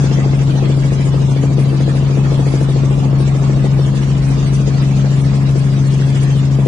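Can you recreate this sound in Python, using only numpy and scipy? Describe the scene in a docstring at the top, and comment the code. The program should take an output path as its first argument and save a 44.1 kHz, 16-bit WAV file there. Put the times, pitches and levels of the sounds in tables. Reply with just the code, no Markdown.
"""Inside the cabin of a light piston helicopter in steady cruise.
From the start a six-cylinder engine drones on its firing tone, over gear whine, tail rotor hum and airflow hiss.
The two-blade main rotor thumps; from the first blade on, each one slaps, mostly on the left, and echoes in the cabin.
The thump sinks near 1.5 s, stays strong from 2 s to 5 s and sinks again near 5.5 s; chop and ordinary slaps
weaken after 3.6 s, and the hiss sinks in the last moments. Tones are sines, slaps pulses, air filtered noise."""
import sys
import numpy as np
from scipy import signal
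from scipy.io import wavfile
from scipy.ndimage import uniform_filter1d

SR = 44100
rng = np.random.default_rng(int(sys.argv[2]) if len(sys.argv) > 2 else 0)


def invert_db(x):
    """Field ratio 10**(x/20) for x, a level in decibels (scalar or array-like)."""
    u = np.asarray(x, float) / 20
    return 10 ** u


def persist_wave(psi):
    """Save psi, clipped to +-1, as 16-bit WAV."""
    counts = np.round(np.clip(psi, -1, 1) * 32767).astype(np.int16)
    wavfile.write(sys.argv[1], SR, np.atleast_2d(counts).T)


N = 294147

CRANK_HZ, BLADE_HZ, TAIL_BLADE_HZ, GEAR_HZ = 45.44, 13.594, 80.9, 1163
FIRST_BLADE_S = 0.041
# engine tones as multiples of crank speed: 3 is the firing rate, above 20 come cooling fan and valve gear
ENGINE_ORDERS = [1, 1.5, 2.5, 3, 3.5, 4, 4.5, 5, 5.5, 6, 8, 8.5, 9.5, 12, 13, 13.5, 15, 15.5, 16, 18, 21,
                 22, 22.5, 23, 24, 27, 28]
# their rms levels before load and waver: left_db, right_db
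ENGINE_DB = [(-40, -42), (-37, -38), (-37, -42), (-11, -15), (-39, -35), (-37, -41), (-28, -31), (-46, -42),
             (-42, -45), (-30, -34), (-45, -50), (-39, -49), (-44, -51), (-45, -53), (-55, -50), (-47, -56),
             (-50, -57), (-51, -51), (-52, -59), (-54, -54), (-57, -58), (-55, -54), (-57, -59), (-52, -54),
             (-54, -52), (-59, -57), (-58, -57)]
# gearbox mesh tone, rms before waver: left_db, right_db
GEAR_DB = [(-55, -57)]
# main rotor tones as multiples of the blade rate
ROTOR_ORDERS = [1, 2, 3, 4, 7, 8, 9, 11, 13, 14, 16, 17, 18, 19]
# their rms levels before thump, chop and waver: left_db, right_db
ROTOR_DB = [(-47, -46), (-47, -48), (-39, -39), (-32, -32), (-40, -44), (-33, -40), (-34, -37), (-33, -35),
            (-37, -38), (-34, -38), (-39, -43), (-41, -43), (-45, -47), (-44, -47)]
# tail rotor tones as multiples of its blade rate
TAIL_ORDERS = [1, 2, 3, 4]
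# their rms levels: left_db, right_db
TAIL_DB = [(-32, -34), (-25, -28), (-44, -51), (-37, -41)]
# airflow and cabin rumble before swish and gusts: pitch_hz, left_db_per_hz, right_db_per_hz, likeness (-1 to 1)
AIR_SPECTRUM = [(20, -58, -57, 0.91), (45, -50, -51, 1), (93, -51.5, -52.5, 0.47),
                (140, -48.5, -47.5, 0.55), (210, -50, -52, .62), (345, -51, -55.5, 0.62),
                (530, -57.5, -59.5, 0.11), (930, -65, -62.5, 0.22), (1420, -69, -69, -0.079),
                (2420, -71.5, -70, -0.031), (3500, -71, -72.5, .03), (4640, -77, -75, -0.041),
                (6300, -77, -76.5, -0.024), (9040, -83, -83.5, -0.03), (11000, -105, -105, 0)]
# swish with each blade: pitch_hz, depth_db, lag_blade_periods (peak after the blade passes), gustiness_db
SWISH = [(40.5, 2.5, 0.039, -0.5), (400, 1, 0.11, 2.2), (1480, 1, 0.16, 2), (3980, 0.5, 0.13, 1.5),
         (8850, 2.5, 0.24, 2)]
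# slaps with their own time and level, mostly the louder ones: start_s, left_peak_db (before the low cut)
MARKED_SLAPS = [(0.0415, -6), (0.1141, -8), (0.1868, -7), (0.5527, -10), (0.6264, -6.5), (0.6996, -7),
                (0.9211, -7), (1.0689, -10), (1.1435, -6), (1.3644, -9), (1.438, -6), (1.5837, -7),
                (1.7316, -8.5), (1.8052, -8.5), (1.8798, -5.5), (2.1733, -6.5), (2.3208, -5), (2.3934, -7),
                (2.4672, -7), (2.539, -4.5), (2.6137, -5), (2.7618, -8), (2.8361, -8), (2.9096, -9.5),
                (2.9827, -12), (3.4974, -6), (3.6445, -4.5), (3.7921, -5.5), (4.6032, -11), (4.6775, -7),
                (5.0444, -8), (5.5584, -7.5), (6.5882, -9), (6.6622, -3)]
# returns of a slap off the cabin walls, relative to its left peak: delay_ms, left_db, right_db
ECHOES = [(2.4, -14, -22), (6.0, -8, -18), (9.0, -11, -16), (13.4, -17, -20), (15.8, -19, -22),
          (19.6, -18, -20), (21.8, -16, -20)]
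# treble flicker in small patches: pitch_hz, flicker_db, dropout_share (0 to 1)
FLICKER = [(700, 0, 0), (1480, 2.5, .04), (3000, 3.5, 0.11), (5000, 4.5, 0.16), (8000, 3.5, .2),
           (10600, 8, 0.7)]
# engine load: time_s, level_db
LOAD = [(0, 1), (1, -0.2), (2, 0.7), (2.6, -0.7), (3.6, 1), (4.5, -.4), (5, 1.2), (6, 0.8), (6.67, 0.9)]
# low blade thump: time_s, level_db
THUMP = [(0, -9), (.6, -3), (1.1, -1.5), (1.5, -12), (2, 1), (2.5, -3), (3.4, 1.5), (5, 2.5), (5.5, -14),
         (6.67, -8)]
# airflow hiss: time_s, level_db
FLOW = [(0, 1.6), (1.6, -0.5), (2.5, 1.5), (3, -1.8), (4.5, 0.5), (5.5, -0.5), (6.3, 2), (6.67, -2.5)]
# how close the blades pass to their wake; drives chop, roar and the ordinary slaps: time_s, level_db
WAKE = [(0, -0.5), (1, -0.9), (1.5, -1), (2.5, 0.3), (3.6, -0.64), (4.2, -3), (4.7, -1.9), (5.5, -3),
        (6, -4), (6.4, -3), (6.67, -2)]

THUMP_LEAD = 0.24       # blade periods by which the low thump comes before the slap
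ROAR_HZ = 200, 900      # the band of the airflow that the rotor wake drives
SLAP_DB, SLAP_DB_PER_WAKE_DB, SLAP_SPREAD_DB = -9.5, 2.7, 1     # ordinary slaps: left peak before the low cut
SLAP_MS, SLAP_RIGHT_DB = 0.53, -12      # pulse centre to extreme; right side relative to left
SLAP_LOW_CUT_HZ = 189   # the slap is thin and crisp, with little below this pitch
RIGHT_LAG = 8           # samples
CEILING = 0.92          # amplitude limit of the rounded peaks


def in_time(curve):
    """Linear interpolation gives the level of a time curve at every sample."""
    s, level_db = np.transpose(curve)
    return np.interp(np.arange(N) / SR, s, level_db)


def at_hz(table, hz):
    """Linear interpolation on a log-frequency axis reads the columns of a spectrum table."""
    table_hz, *columns = np.transpose(table)
    return [np.interp(np.log(hz), np.log(table_hz), column) for column in columns]


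def drift(rate_hz):
    """White noise through two equal low-pass poles wanders slowly with spread 1."""
    step = 40       # samples between computed values
    pole = np.exp(-2 * np.pi * rate_hz * step / SR)
    noise = rng.standard_normal(N // step + 4002)
    slow = signal.lfilter([1], [1, -2 * pole, pole * pole], noise)[4000:]   # settled part
    return np.interp(np.arange(N) / step, np.arange(len(slow)), slow / slow.std())


def tones(shaft_hz, orders, levels_db, hunting, waver_db, waver_hz):
    """A shaft radiates sines at multiples of its hunting speed, each wavering in level by itself."""
    turns = np.cumsum(shaft_hz * (1 + hunting * drift(0.98))) / SR
    out = np.zeros((2, N))
    for order, level_db in zip(orders, levels_db):
        sine = np.sqrt(2) * np.sin(2 * np.pi * (order * turns + rng.random()))      # rms 1
        wavering = invert_db(waver_db * drift(waver_hz)) * sine
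        out += invert_db(level_db)[:, None] * wavering
    return out


def engine(load_db):
    """Periodic firing gives a steady tone; the side orders, from uneven cylinders, waver more."""
    orders, levels_db = np.array(ENGINE_ORDERS), np.array(ENGINE_DB)
    firing = orders == 3
    drone = tones(CRANK_HZ, orders[firing], levels_db[firing], 0.00048, waver_db=0.5, waver_hz=3.9)
    side = tones(CRANK_HZ, orders[~firing], levels_db[~firing], 0.000535, waver_db=2.5, waver_hz=4.1)
    return invert_db(load_db) * (drone + side)


def gearbox():
    """Meshing teeth excite one tone at the mesh rate, here strongly wavering."""
    return tones(GEAR_HZ, [1], GEAR_DB, 0.00059, waver_db=6.0, waver_hz=4.0)


def blade_phase():
    """Uniform rotation makes blade passages a linear count, zero at the first blade."""
    return (np.arange(N) / SR - FIRST_BLADE_S) * BLADE_HZ


def main_rotor(thump_db, chop_db):
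    """Blade harmonics in phase sum to a low thump; the higher ones, drifting in phase, to a looser chop."""
    blades = blade_phase()
    out = np.zeros((2, N))
    for order, level_db in zip(ROTOR_ORDERS, ROTOR_DB):
        if order <= 4:
            cycles = order * (blades + THUMP_LEAD)
            strength_db = thump_db
        else:
            cycles = order * blades + 0.3 + 0.15 * drift(0.4)
            strength_db = chop_db
        strength_db = strength_db + 1.6 * drift(1.1)
        harmonic = np.sqrt(2) * np.cos(2 * np.pi * cycles)
        out += invert_db(level_db)[:, None] * (invert_db(strength_db) * harmonic)
    return out


def tail_rotor():
    """Periodic blade loading radiates a hum at multiples of the tail blade rate, steady in level."""
    return tones(TAIL_BLADE_HZ, TAIL_ORDERS, TAIL_DB, 0.00056, waver_db=0.0, waver_hz=2.7)


def airflow(flow_db, roar_db):
    """Turbulence is half-octave noise bands, modulated by each blade and gusting partly together."""
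    out = np.zeros((2, N))
    edges_hz = 14 * 2 ** np.arange(0, 10.1, 0.5)
    blades = blade_phase()
    shared_gust = drift(23.0)
    # density of 1 per Hz once mid and side are summed; neighbouring bands take different noise
    white = rng.standard_normal((2, 2, N)) * np.sqrt(SR / 4)
    for k, (low, high) in enumerate(zip(edges_hz, edges_hz[1:])):
        band = signal.butter(2, [low, high], "band", fs=SR, output="sos")
        mid, side = signal.sosfilt(band, white[k % 2])
        centre_hz = np.sqrt(low * high)
        left_db, right_db, alike = at_hz(AIR_SPECTRUM, centre_hz)
        depth_db, lag, gust_db = at_hz(SWISH, centre_hz)
        if ROAR_HZ[0] < low < ROAR_HZ[1]:
            level_db = roar_db
        else:
            level_db = flow_db * (low > ROAR_HZ[1])     # the rumble below the roar follows no curve
        swish_db = depth_db * np.cos(2 * np.pi * (blades - lag))
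        gusts_db = gust_db * (0.43 * shared_gust + 1.19 * drift(28.0))
        swell = invert_db(level_db + swish_db + gusts_db)
        # the mid-to-side ratio sets the correlation of left and right
        stereo = np.sqrt(1 + alike) * mid + np.sqrt(1 - alike) * side * [[1], [-1]]
        out += invert_db([[left_db], [right_db]]) * swell * stereo
    return out


def blade_passes():
    """Blade-wake interaction gives a slap per blade, by wake and chance; marked slaps replace their blade's."""
    s = np.arange(FIRST_BLADE_S, N / SR, 1 / BLADE_HZ)
    luck = np.clip(rng.standard_normal(len(s)), -2, 1)
    wake_db = np.interp(s, *np.transpose(WAKE))
    peak_db = SLAP_DB + SLAP_DB_PER_WAKE_DB * wake_db + SLAP_SPREAD_DB * luck
    marked_s, marked_db = np.transpose(MARKED_SLAPS)
    blade = np.round((marked_s - FIRST_BLADE_S) * BLADE_HZ).astype(int)
    s[blade], peak_db[blade] = marked_s, marked_db
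    return s, peak_db


def slaps():
    """An impulsive push and pull of pressure is reflected as echoes whose strength varies by blade."""
    s, peak_db = blade_passes()
    chance_db = 0.5 * rng.standard_normal((len(s), len(ECHOES), 2))
    clicks = np.zeros((2, N + SR))      # room for the last echoes
    at = np.round(s * SR).astype(int)
    clicks[:, at] = invert_db(peak_db) * invert_db([[0], [SLAP_RIGHT_DB]])
    for k, (delay_ms, *echo_db) in enumerate(ECHOES):
        delay = round(delay_ms * SR / 1000)
        clicks[:, at + delay] += invert_db(peak_db[:, None] + echo_db + chance_db[:, k]).T
    t = np.arange(-200, 201) / SR * 1000 / SLAP_MS
    pulse = -t * np.exp(0.5 - t ** 2 / 2)       # extremes of +1 and -1
    pulses = signal.fftconvolve(clicks, pulse[None], "same", axes=1)[:, :N]
    low_cut = signal.butter(2, SLAP_LOW_CUT_HZ, "high", fs=SR, output="sos")
    return signal.sosfilt(low_cut, pulses + 1e-18)      # the tiny offset is inaudible


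def smooth(grid, bins, frames):
    """A moving average over frequency and time correlates neighbouring cells."""
    return uniform_filter1d(uniform_filter1d(grid, size=bins, axis=0), size=frames, axis=1)


def flicker(x):
    """Time-frequency gain, alike on both sides: patches of 200 Hz and 60 ms swell, sink or drop out."""
    hz, s, cells = signal.stft(x, SR, nperseg=2048, noverlap=1536)
    depth_db, share = at_hz(FLICKER, np.maximum(hz, 1))
    wide, thin, gaps = rng.standard_normal((3, len(hz), len(s)))
    gaps = smooth(gaps, 10, 7)
    wide = smooth(wide, 9, 5) * np.sqrt(45)     # spread back to 1
    thin = smooth(thin, 2, 4) * np.sqrt(8)      # thin lines that shimmer inside the patches
    threshold = np.sort(gaps.ravel())[(share * gaps.size).astype(int)]
    dropout_db = -43 * (gaps < threshold[:, None])
    gain = invert_db(depth_db[:, None] * (0.5 * wide + 1.17 * thin) + dropout_db)
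    gain = gain / np.sqrt(np.mean(gain ** 2, axis=1, keepdims=True))    # rms 1 at each frequency
    return signal.istft(cells * gain, SR, nperseg=2048, noverlap=1536)[1][:, :N]


def scene():
    """Superposition of engine, gearbox, both rotors, air and slaps; the tones reach the left side first."""
    load_db, thump_db, flow_db, wake_db = [in_time(curve) for curve in (LOAD, THUMP, FLOW, WAKE)]
    hum = engine(load_db) + gearbox() + main_rotor(thump_db, wake_db) + tail_rotor()
    hum[1] = np.interp(np.arange(N) - RIGHT_LAG, np.arange(N), hum[1])
    return hum + airflow(flow_db, wake_db) + slaps()


def top_cut(x):
    """Nothing passes above the cut-off."""
    return signal.sosfilt(signal.butter(12, 11400, fs=SR, output="sos"), x)


def record(dry):
    """Low-pass filtering cuts the top treble, the rest flickers, and saturation rounds the highest peaks."""
    low_pass = signal.butter(6, 10200, fs=SR, output="sos")
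    flickering = flicker(signal.sosfilt(low_pass, dry))
    rounded = flickering / (1 + (flickering / CEILING) ** 6) ** (1 / 6)
    return top_cut(rounded)


dry = scene()
out = record(dry)
persist_wave(out)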